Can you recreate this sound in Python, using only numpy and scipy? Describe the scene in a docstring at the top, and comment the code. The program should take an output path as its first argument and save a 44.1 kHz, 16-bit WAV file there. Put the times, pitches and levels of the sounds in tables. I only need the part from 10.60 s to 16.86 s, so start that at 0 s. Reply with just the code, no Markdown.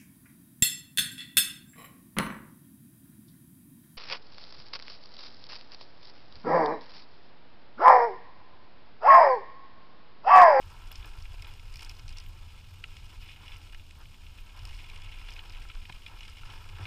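"""A gritty track at night: a kick scooter rolls along it, the microphone riding close on board.
Grit under the wheels shakes the deck, fork, stem tube and a loose clamp, each ringing briefly at its own
modes of noise-driven resonance; bigger stones knock, scuff, tick and spit, and edges thump the frame.
Beneath, the road drums through the frame and wind presses on the microphone as shaped low noise,
over a faint steady hiss of tyre and air."""
import sys
import numpy as np
from scipy import signal
from scipy.fft import rfft, irfft, next_fast_len
from scipy.io import wavfile
from scipy.ndimage import uniform_filter1d

SR = 44100
rng = np.random.default_rng(int(sys.argv[2]) if len(sys.argv) > 2 else 0)


def store_pcm(level_fs):
    """Save levels as 16-bit WAV."""
    pcm = np.round(np.clip(level_fs, -1, 1) * 32767).astype(np.int16)
    wavfile.write(sys.argv[1], SR, np.atleast_2d(pcm).T)


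N = 276066

# How hard the grit shakes the frame. Each row: time in seconds, stem, deck and clamp level in [dB].
GRIT_SHAKING = [(0, -64, -69.5, -66.5), (.22, -61, -62.5, -70.5), (.36, -57.5, -60.5, -64),
                (.67, -61, -64, -68.5), (1.1, -61.5, -63.5, -68), (1.23, -55, -63.5, -61.5),
                (1.45, -64.5, -64.5, -70.5), (1.56, -57.5, -64, -69), (1.7, -63.5, -64.5, -70),
                (2.0, -60.5, -66.5, -70), (2.12, -65.5, -67.5, -71), (2.24, -59.5, -67, -68.5),
                (2.55, -61, -68.5, -67), (2.68, -55, -64.5, -65.5), (2.79, -60.5, -70, -72.5),
                (2.91, -54.5, -60, -62.5), (3.13, -62, -69, -70.5), (3.35, -66.5, -70.5, -72),
                (3.5, -63, -69.5, -68.5), (3.91, -62, -65, -70.5), (4.05, -57.5, -63.5, -65.5),
                (4.36, -56.5, -62.5, -67), (4.47, -55.5, -61, -67.5), (4.69, -54.5, -61, -63),
                (4.81, -58, -60, -65.5), (5.14, -57.5, -64.5, -67.5), (5.3, -58.5, -66, -66),
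                (5.8, -57.5, -65, -66.5), (5.92, -56, -61, -63), (6.04, -58.5, -59, -64),
                (6.15, -59, -60, -70), (6.26, -51, -51, -58)]
# Rubs that swell briefly in the deck. Each row: middle in [s], level in [dB], width in [s].
DECK_RUBS = [(.05, -60, 0.025), (.14, -60, 0.06), (.23, -70, .03), (.45, -56, 0.029), (.56, -59, 0.02),
             (.86, -59, 0.04), (1.15, -74, 0.016), (1.24, -60.5, 0.045), (2.53, -60, 0.025),
             (2.82, -62, 0.05), (3.4, -59.5, 0.025), (3.85, -71, .03), (3.97, -61, 0.026),
             (4.06, -59, 0.027), (4.37, -60.5, 0.038), (4.88, -64, .04), (4.97, -60, 0.013),
             (5.3, -56, 0.0096), (5.37, -66.5, 0.017), (5.53, -57, 0.033), (5.91, -59, 0.066),
             (6.21, -56.5, 0.037)]

# Ringing modes of each part. Each row: frequency in [Hz], width in [Hz], relative level in [dB].
DECK_MODES = [(323, 104, -6.5), (463, 150, -10.5), (798, 140, -4.5), (899, 63, -0.5), (995, 61, 0),
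              (1073, 86, -4.5)]
FORK_MODES = [(1325, 58, 2), (1605, 270, -3)]
STEM_MODES = [(1810, 380, -10.5), (2187, 112, 3.5), (2421, 122, 4), (2511, 73, 5), (2806, 180, 5.5),
              (3005, 109, 3.5), (3394, 178, 1.5), (3940, 140, -4.5)]
CLAMP_MODES = [(4360, 170, 3.5), (5320, 180, -12.5), (5105, 570, 8.5), (5300, 120, -7)]
# The fizz above the clamp and the spray of thin grit, with the same columns: [Hz], [Hz], [dB].
FIZZ_MODES = [(6820, 370, 3.5), (7930, 1200, -0.5), (8750, 720, 0), (9870, 770, -4)]
SPRAY_MODES = [(11040, 1200, -2.2), (12120, 540, 0.54), (13200, 1900, -0.78), (14400, 1400, -0.21)]

# Stones knocking through the stem. Each row: moment in [s], peak level in [dB].
STEM_KNOCKS = [(0.0266, -44), (0.3154, -37.5), (0.3552, -44), (0.4262, -42.5), (0.4444, -40), (0.4786, -45),
               (0.6537, -43), (0.8221, -39.5), (0.8458, -39.5), (0.8684, -42), (0.8904, -46), (0.9373, -47),
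               (0.995, -42.5), (1.1398, -44), (1.1568, -41), (1.1922, -39), (1.208, -47), (1.2288, -41),
               (1.2604, -43), (1.295, -41.5), (1.3124, -44.5), (1.3944, -44.5), (1.48, -44), (1.4914, -44),
               (1.563, -47), (1.584, -43), (1.6033, -43.5), (1.6617, -45), (2.2394, -26.5), (2.3669, -38),
               (2.5277, -48), (2.6892, -44), (2.714, -45), (2.7606, -45), (2.8794, -39.5), (2.9183, -38.5),
               (2.9597, -41), (3.1308, -47.5), (3.1462, -39), (3.1956, -45), (3.3079, -43.5), (3.455, -45),
               (3.5418, -45.5), (3.6657, -44), (3.7847, -42), (4.052, -42), (4.0906, -46), (4.1888, -43),
               (4.203, -42), (4.2418, -44), (4.2986, -39.5), (4.3241, -51), (4.3595, -40), (4.3859, -45),
               (4.4196, -44), (4.5226, -43.5), (4.687, -39), (4.6957, -39), (4.7154, -41), (4.7628, -36.5),
               (4.791, -35), (4.8968, -48), (4.903, -43), (4.9352, -45), (4.9472, -40.5), (4.9552, -44),
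               (4.9696, -39), (4.983, -43), (5.0389, -50), (5.0993, -37), (5.1146, -44), (5.1502, -44.5),
               (5.253, -39), (5.2958, -39), (5.324, -35), (5.4628, -32), (5.4794, -49), (5.6065, -37),
               (5.6298, -38), (5.636, -44), (5.6804, -44), (5.8333, -42), (5.901, -42), (5.9766, -47),
               (6.0412, -45.5), (6.0901, -43), (6.1244, -49.5), (6.2534, -29)]
# Ticks of the loose clamp. Each row: moment in [s], clamp peak in [dB], fizz peak in [dB].
CLAMP_TICKS = [(0.2743, -51, -59), (0.3147, -47, -52), (0.3257, -44, -54), (0.3561, -37, -54),
               (0.4564, -50, -56), (0.5881, -49, -61), (0.623, -45, -55), (0.8218, -41, -48),
               (0.845, -51, -53), (0.9373, -50, -56), (0.9956, -49, -64), (1.1263, -55, -55),
               (1.1393, -45, -52), (1.157, -38.5, -46), (1.1694, -41, -50), (1.1932, -40, -54),
               (1.2074, -43, -56), (1.2214, -51, -45.5), (1.229, -38, -47), (1.2471, -38, -48),
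               (1.2624, -52, -52), (1.2945, -35, -48), (1.3508, -49, -59), (1.3673, -51, -62),
               (1.3947, -41.5, -59), (1.4797, -41, -52), (1.4914, -42.5, -50), (1.5044, -49, -57),
               (1.5254, -45, -54), (1.571, -40, -52), (1.5835, -35.5, -49), (1.6004, -42, -54),
               (2.2393, -48.5, -53), (2.367, -47.5, -50), (2.8799, -50, -61), (2.9664, -50, -54),
               (3.1453, -51, -60), (3.3074, -54, -56), (3.9739, -45.5, -61), (3.9908, -47, -58),
               (4.0522, -38, -47), (4.0741, -47, -54), (4.0906, -47, -61), (4.148, -46, -59),
               (4.1659, -51, -55), (4.2986, -48, -57), (4.3595, -52, -51), (4.376, -47, -58),
               (4.4184, -48, -56), (4.704, -45, -56), (4.7227, -46, -56), (4.7366, -44, -56),
               (4.8958, -42.5, -59), (4.9222, -47, -57), (5.0245, -47, -57), (5.0878, -50, -54),
               (5.1492, -46.5, -56), (5.2944, -50, -58), (5.3238, -49, -50), (5.4625, -54, -54),
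               (5.6067, -46, -60), (5.6316, -50, -54), (5.6795, -46, -56), (5.6974, -50, -49),
               (6.0397, -48, -60), (6.0881, -51, -57)]
# Scuffs that boom in deck and fork. Each row: moment in [s], deck peak in [dB], fork peak in [dB].
DECK_FORK_SCUFFS = [(0.218, -54, -58), (0.31, -52, -48), (0.443, -53, -48), (0.739, -50, -70),
                    (1.22, -53, -52), (1.461, -69, -54), (2.239, -60, -41.5), (2.83, -55, -54),
                    (3.13, -66, -50), (3.144, -60, -47), (3.779, -66, -53), (4.109, -52, -59),
                    (4.683, -61, -51), (4.784, -55, -50), (4.972, -50, -60), (5.019, -62, -51),
                    (5.051, -53, -49), (5.098, -60, -47), (5.151, -55, -49.5), (5.296, -40.5, -44),
                    (5.683, -65, -48), (5.832, -57, -45), (5.892, -49, -60), (6.128, -51.5, -58),
                    (6.193, -46, -58), (6.211, -49, -55), (6.252, -54, -42)]
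# Thin grit spitting from the tread. Each row: moment in [s], peak level in [dB].
TREAD_SPITS = [(0.0578, -58), (0.3162, -43), (0.4574, -51), (0.8215, -54), (0.8739, -51), (0.8884, -57),
               (1.1568, -54), (1.1694, -57), (1.1927, -56), (1.2306, -54), (1.2481, -55), (1.2945, -52),
               (1.3887, -58), (1.6636, -55), (1.6871, -54), (2.137, -59), (2.6419, -58), (2.9831, -54),
               (3.3892, -58), (3.7174, -61), (3.7773, -59), (3.7904, -60), (3.8023, -58), (3.9659, -59),
               (4.0522, -55), (4.2314, -59), (4.7037, -60), (4.7366, -58)]
# The wheel drops over an edge. Each row: start in [s], level before rise and decay in [dB],
# settled pitch in [Hz], decay time to -60 dB in [s], rise time in [s].
EDGE_THUMPS = [(2.805, -42, 133, 0.082, .008), (5.299, -40, 79.6, 0.11, 0.0021),
               (6.2, -35, 98, 0.31, 0.0069)]

# Level of the road drumming. Each row: time in [s], level in [dB].
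ROAD_DRUMMING = [(0.0, -61), (0.07, -43.5), (0.1, -54.5), (0.45, -52), (0.56, -65), (0.59, -42),
                 (0.64, -51), (1.38, -53), (1.41, -50), (3.59, -55), (3.63, -52.5), (3.84, -56.5),
                 (4.01, -49.5), (4.31, -54.5), (4.48, -48.5), (4.55, -54.5), (5.27, -55), (5.32, -44.5),
                 (5.37, -59), (6.19, -48), (6.22, -40), (6.26, -54)]
# Gusts on the microphone. Each row: middle in [s], level in [dB], width in [s].
WIND_GUSTS = [(.05, -47.5, 0.036), (.26, -42, 0.057), (.41, -39.5, 0.032), (.62, -39.5, 0.12),
              (.84, -41.5, 0.077), (1.01, -43.5, 0.034), (1.11, -40, .04), (1.27, -42.5, 0.068),
              (1.5, -40, 0.074), (1.6, -41.5, 0.026), (1.69, -42.5, 0.042), (1.81, -43.5, 0.022),
              (1.93, -47.5, 0.043), (2.37, -44.5, 0.091), (2.61, -39, 0.026), (2.94, -41.5, 0.027),
              (3.17, -43.5, .07), (3.46, -47, 0.039), (3.63, -42.5, 0.016), (3.79, -45.5, 0.11),
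              (4.11, -39, 0.084), (4.36, -40.5, 0.054), (4.48, -38.5, 0.02), (4.66, -42.5, 0.16),
              (5.0, -40, 0.083), (5.19, -36.5, 0.034), (5.35, -41, 0.028), (5.6, -46.5, 0.11),
              (5.86, -42.5, 0.035), (6.05, -44.5, 0.13)]
# Noise colours of road, wind and hiss. Each row: frequency in [Hz], relative density in [dB per Hz].
ROAD_COLOUR = [(40, -21), (62, -2), (85, 3.5), (100, -2), (120, -11), (145, -17), (175, -40.5), (260, -40)]
WIND_COLOUR = [(3, -34), (8, -9), (14, -6), (20, -0.5), (27, -0.5), (34, -5), (41, -14), (52, -16),
               (70, -21.5), (110, -59)]
HISS_COLOUR = [(88, -32), (150, 7.5), (572, -6.5), (1320, -6.5), (1980, -18), (2860, -3), (3760, -5),
               (5130, -11), (6110, -14), (14300, -37), (15500, -72)]

KNOCK_T60, TICK_T60, SCUFF_T60, SPIT_T60 = 0.023, 0.018, 0.022, 0.023  # chatter decay to -60 dB, s
# Fizz and spray follow the clamp: level at its mean shaking (dB) and share of its swings
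FIZZ_DB, FIZZ_FOLLOW = -71.5, 0.44
SPRAY_DB, SPRAY_FOLLOW = -75.5, 0.28
BOUNCE_DB, BOUNCE_PER_S = 2, 12  # chance lumps in the drumming: rms depth, fastest rate
BREEZE_DB = -52  # steady wind under the gusts
HISS_DB = -63.5
EDGE_HZ = 15420  # upper band limit of the recorder


def rattle():
    """Grit shakes all parts at once, each part also chatters by itself, and rolling adds a steady force."""
    shared = jolts(240, spread_db=5.0, t60=0.03)
    stem_db = column(GRIT_SHAKING, count=1)
    deck_db = swells(DECK_RUBS, column(GRIT_SHAKING, count=2))
    clamp_db = column(GRIT_SHAKING, count=3)
    swing_db = clamp_db - clamp_db.mean()
    fizz_db = FIZZ_DB + FIZZ_FOLLOW * swing_db
    spray_db = SPRAY_DB + SPRAY_FOLLOW * swing_db
    # Each row: modes, level in dB, share of the common jolts, steady rolling force
    parts = [(DECK_MODES + FORK_MODES, deck_db, 0.4, 0.9),
             (STEM_MODES, stem_db, 0.6, 0.3),
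             (CLAMP_MODES, clamp_db, 0.6, 0.4),
             (FIZZ_MODES, fizz_db, 0.55, 0.9),
             (SPRAY_MODES, spray_db, 0.3, 0.9)]
    out = np.zeros(N)
    for modes, db, share, steady in parts:
        own = jolts(300, spread_db=3.5, t60=0.0093)
        force = share * shared + (1 - share) * own + steady
        out += gain_of(db) * evened(ring(force, modes))
    return out


def jolts(per_s, spread_db, t60):
    """Force of many small stones: random moments, a few large, each pressing softly and dying quickly."""
    strength = gain_of(np.clip(spread_db, 0, 5) * np.minimum(rng.exponential(1, N), 3))
    hits = strength * (rng.random(N) < per_s / SR)
    force = signal.lfilter([1], [1, -gain_of(-60 / (t60 * SR))], hits)
    return evened(uniform_filter1d(force, size=70))  # softened over 70 samples


def ring(force, modes):
    """Every mode takes the force at its own spot of the part, so each gets its own fine grain."""
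    out = 0
    for hz, width, db in modes:
        r = np.exp(-np.pi * width / SR)
        resonance = [1, -2 * r * np.cos(2 * np.pi * hz / SR), r * r]
        grain = force * rng.standard_normal(force.shape)
        out = out + gain_of(db) * (1 - r) * signal.lfilter([1, 0, -1], resonance, grain)
    # A part radiates little outside its own range
    edges = [0.8 * modes[0][0], min(1.15 * modes[-1][0], 0.45 * SR)]
    return signal.sosfilt(signal.butter(3, edges, "bandpass", fs=SR, output="sos"), out)


def knocks():
    """Bigger stones knock the stem, a hard contact ringing the tube's modes."""
    return blows(*np.transpose(STEM_KNOCKS), KNOCK_T60, STEM_MODES, rise=0.001508)


def ticks():
    """The loose clamp ticks, ringing its own modes and a higher fizz together."""
    s, clamp_db, fizz_db = np.transpose(CLAMP_TICKS)
    clamp = blows(s, clamp_db, TICK_T60, CLAMP_MODES, rise=0.00082)
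    return clamp + blows(s, fizz_db, TICK_T60, FIZZ_MODES, rise=0.001)


def scuffs():
    """Scuffs boom in deck and fork, with a slower contact for the deck."""
    s, deck_db, fork_db = np.transpose(DECK_FORK_SCUFFS)
    deck = blows(s, deck_db, SCUFF_T60, DECK_MODES, rise=0.00345)
    return deck + blows(s, fork_db, SCUFF_T60, FORK_MODES, rise=0.00193)


def spits():
    """Thin grit spits from the tread in short bursts of high, broad resonances."""
    return blows(*np.transpose(TREAD_SPITS), SPIT_T60, SPRAY_MODES, rise=0.0022)


def blows(s, peak_db, t60, modes, rise):
    """Each blow is a short rounded contact and a decaying chatter; it rings one part."""
    t = np.arange(3000) / SR
    contact = (t / rise * np.exp(1 - t / rise)) ** 3
    chatter = 1.8 * (1 - np.exp(-t / rise)) * gain_of(-60 * t / t60)
    sounds = ring(np.tile(contact + chatter, (len(s), 1)), modes)
    out = np.zeros(N)
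    for start, db, blow in zip(s, peak_db, sounds):
        add(out, max(start - rise / 2, 0), gain_of(db) * blow / abs(blow).max())
    return out


def thumps():
    """The frame springs on the tyre for some cycles, starting sharp and sagging in pitch."""
    t = np.arange(8000) / SR
    out = np.zeros(N)
    for s, db, hz, t60, rise in EDGE_THUMPS:
        turns = hz * (t + 0.0121 * (1 - np.exp(-t / 0.0031)))  # the pitch sags with a 3.1 ms constant
        envelope = gain_of(db - 60 * t / t60) * (1 - np.exp(-t / rise)) ** 2
        add(out, s, envelope * np.sin(2 * np.pi * turns))
    return out


def road_drumming():
    """The road drums through the frame on the tyre's bounce: low noise whose level comes in lumps."""
    db = column(ROAD_DRUMMING, count=1) + BOUNCE_DB * wander(BOUNCE_PER_S)
    return gain_of(db) * steadied(noise(ROAD_COLOUR), size=3000)


def wind():
    """Gusts over a steady breeze press on the microphone as very low noise."""
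    return gain_of(swells(WIND_GUSTS, BREEZE_DB)) * steadied(noise(WIND_COLOUR), size=5000)


def hiss():
    """Tyre and air leave a faint hiss: coloured noise at a steady level."""
    return gain_of(HISS_DB) * noise(HISS_COLOUR)


def noise(spectrum):
    """Steady noise of the given colour, rms 1."""
    size = next_fast_len(N)
    hz = np.fft.rfftfreq(size, 1 / SR)
    f, db = np.transpose(spectrum)
    colour_db = np.interp(np.log(hz + 1), np.log(f + 1), db, left=-90, right=-90)
    shaped = rfft(rng.standard_normal(size)) * gain_of(colour_db)
    return evened(irfft(shaped, size)[:N])


def steadied(x, size):
    """Noise with its own chance swells reduced by its running power over size samples, rms 1."""
    power = abs(uniform_filter1d(x ** 2, size=size))
    return evened(x / np.sqrt(power + 0.099))


def wander(per_s):
    """Slow chance, rms 1: sines of random phase up to per_s a second."""
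    t = np.arange(0, N + 256, 256) / SR  # coarse time grid
    rates = per_s * np.geomspace(0.2, 1, 24)
    x = sum(np.sin(2 * np.pi * (f * t + rng.random())) for f in rates)
    return np.interp(np.arange(N) / SR, t, evened(x))


def swells(rows, floor_db):
    """Level in dB of bell-shaped swells, their power added to a floor."""
    t = np.arange(0, N + 256, 256) / SR  # coarse time grid
    power = sum(gain_of(2 * db) * np.exp(-((t - s) / width) ** 2) for s, db, width in rows)
    return 10 * np.log10(np.interp(np.arange(N) / SR, t, power) + gain_of(2 * floor_db))


def column(table, count):
    """One column of a curve table, interpolated sample by sample."""
    rows = np.array(table)
    return np.interp(np.arange(N) / SR, rows[:, 0], rows[:, count])


def gain_of(db):
    """Decibels to an amplitude factor."""
    return 10 ** (np.asarray(db) / 20)


def evened(x):
    """Scaled to rms 1."""
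    return x / np.sqrt(np.mean(x ** 2) + 1e-20)


def add(mix, s, sound):
    """Mixes a sound in at s seconds, cut off at the end of the mix."""
    part = mix[round(s * SR):][:len(sound)]
    part += sound[:len(part)]


def scene():
    """The ride from the rattling frame close by down to the faint hiss, in one channel."""
    blows_on_frame = knocks() + ticks() + scuffs() + spits() + thumps()
    background = road_drumming() + wind() + hiss()
    return (rattle() + blows_on_frame + background)[None]


def record(dry):
    """The band limit of the recorder: a steep low-pass."""
    low_pass = signal.firwin(511, EDGE_HZ, window=("kaiser", 9), fs=SR)
    return signal.oaconvolve(dry, low_pass[None], "same")


dry = scene()
out = record(dry)
store_pcm(out)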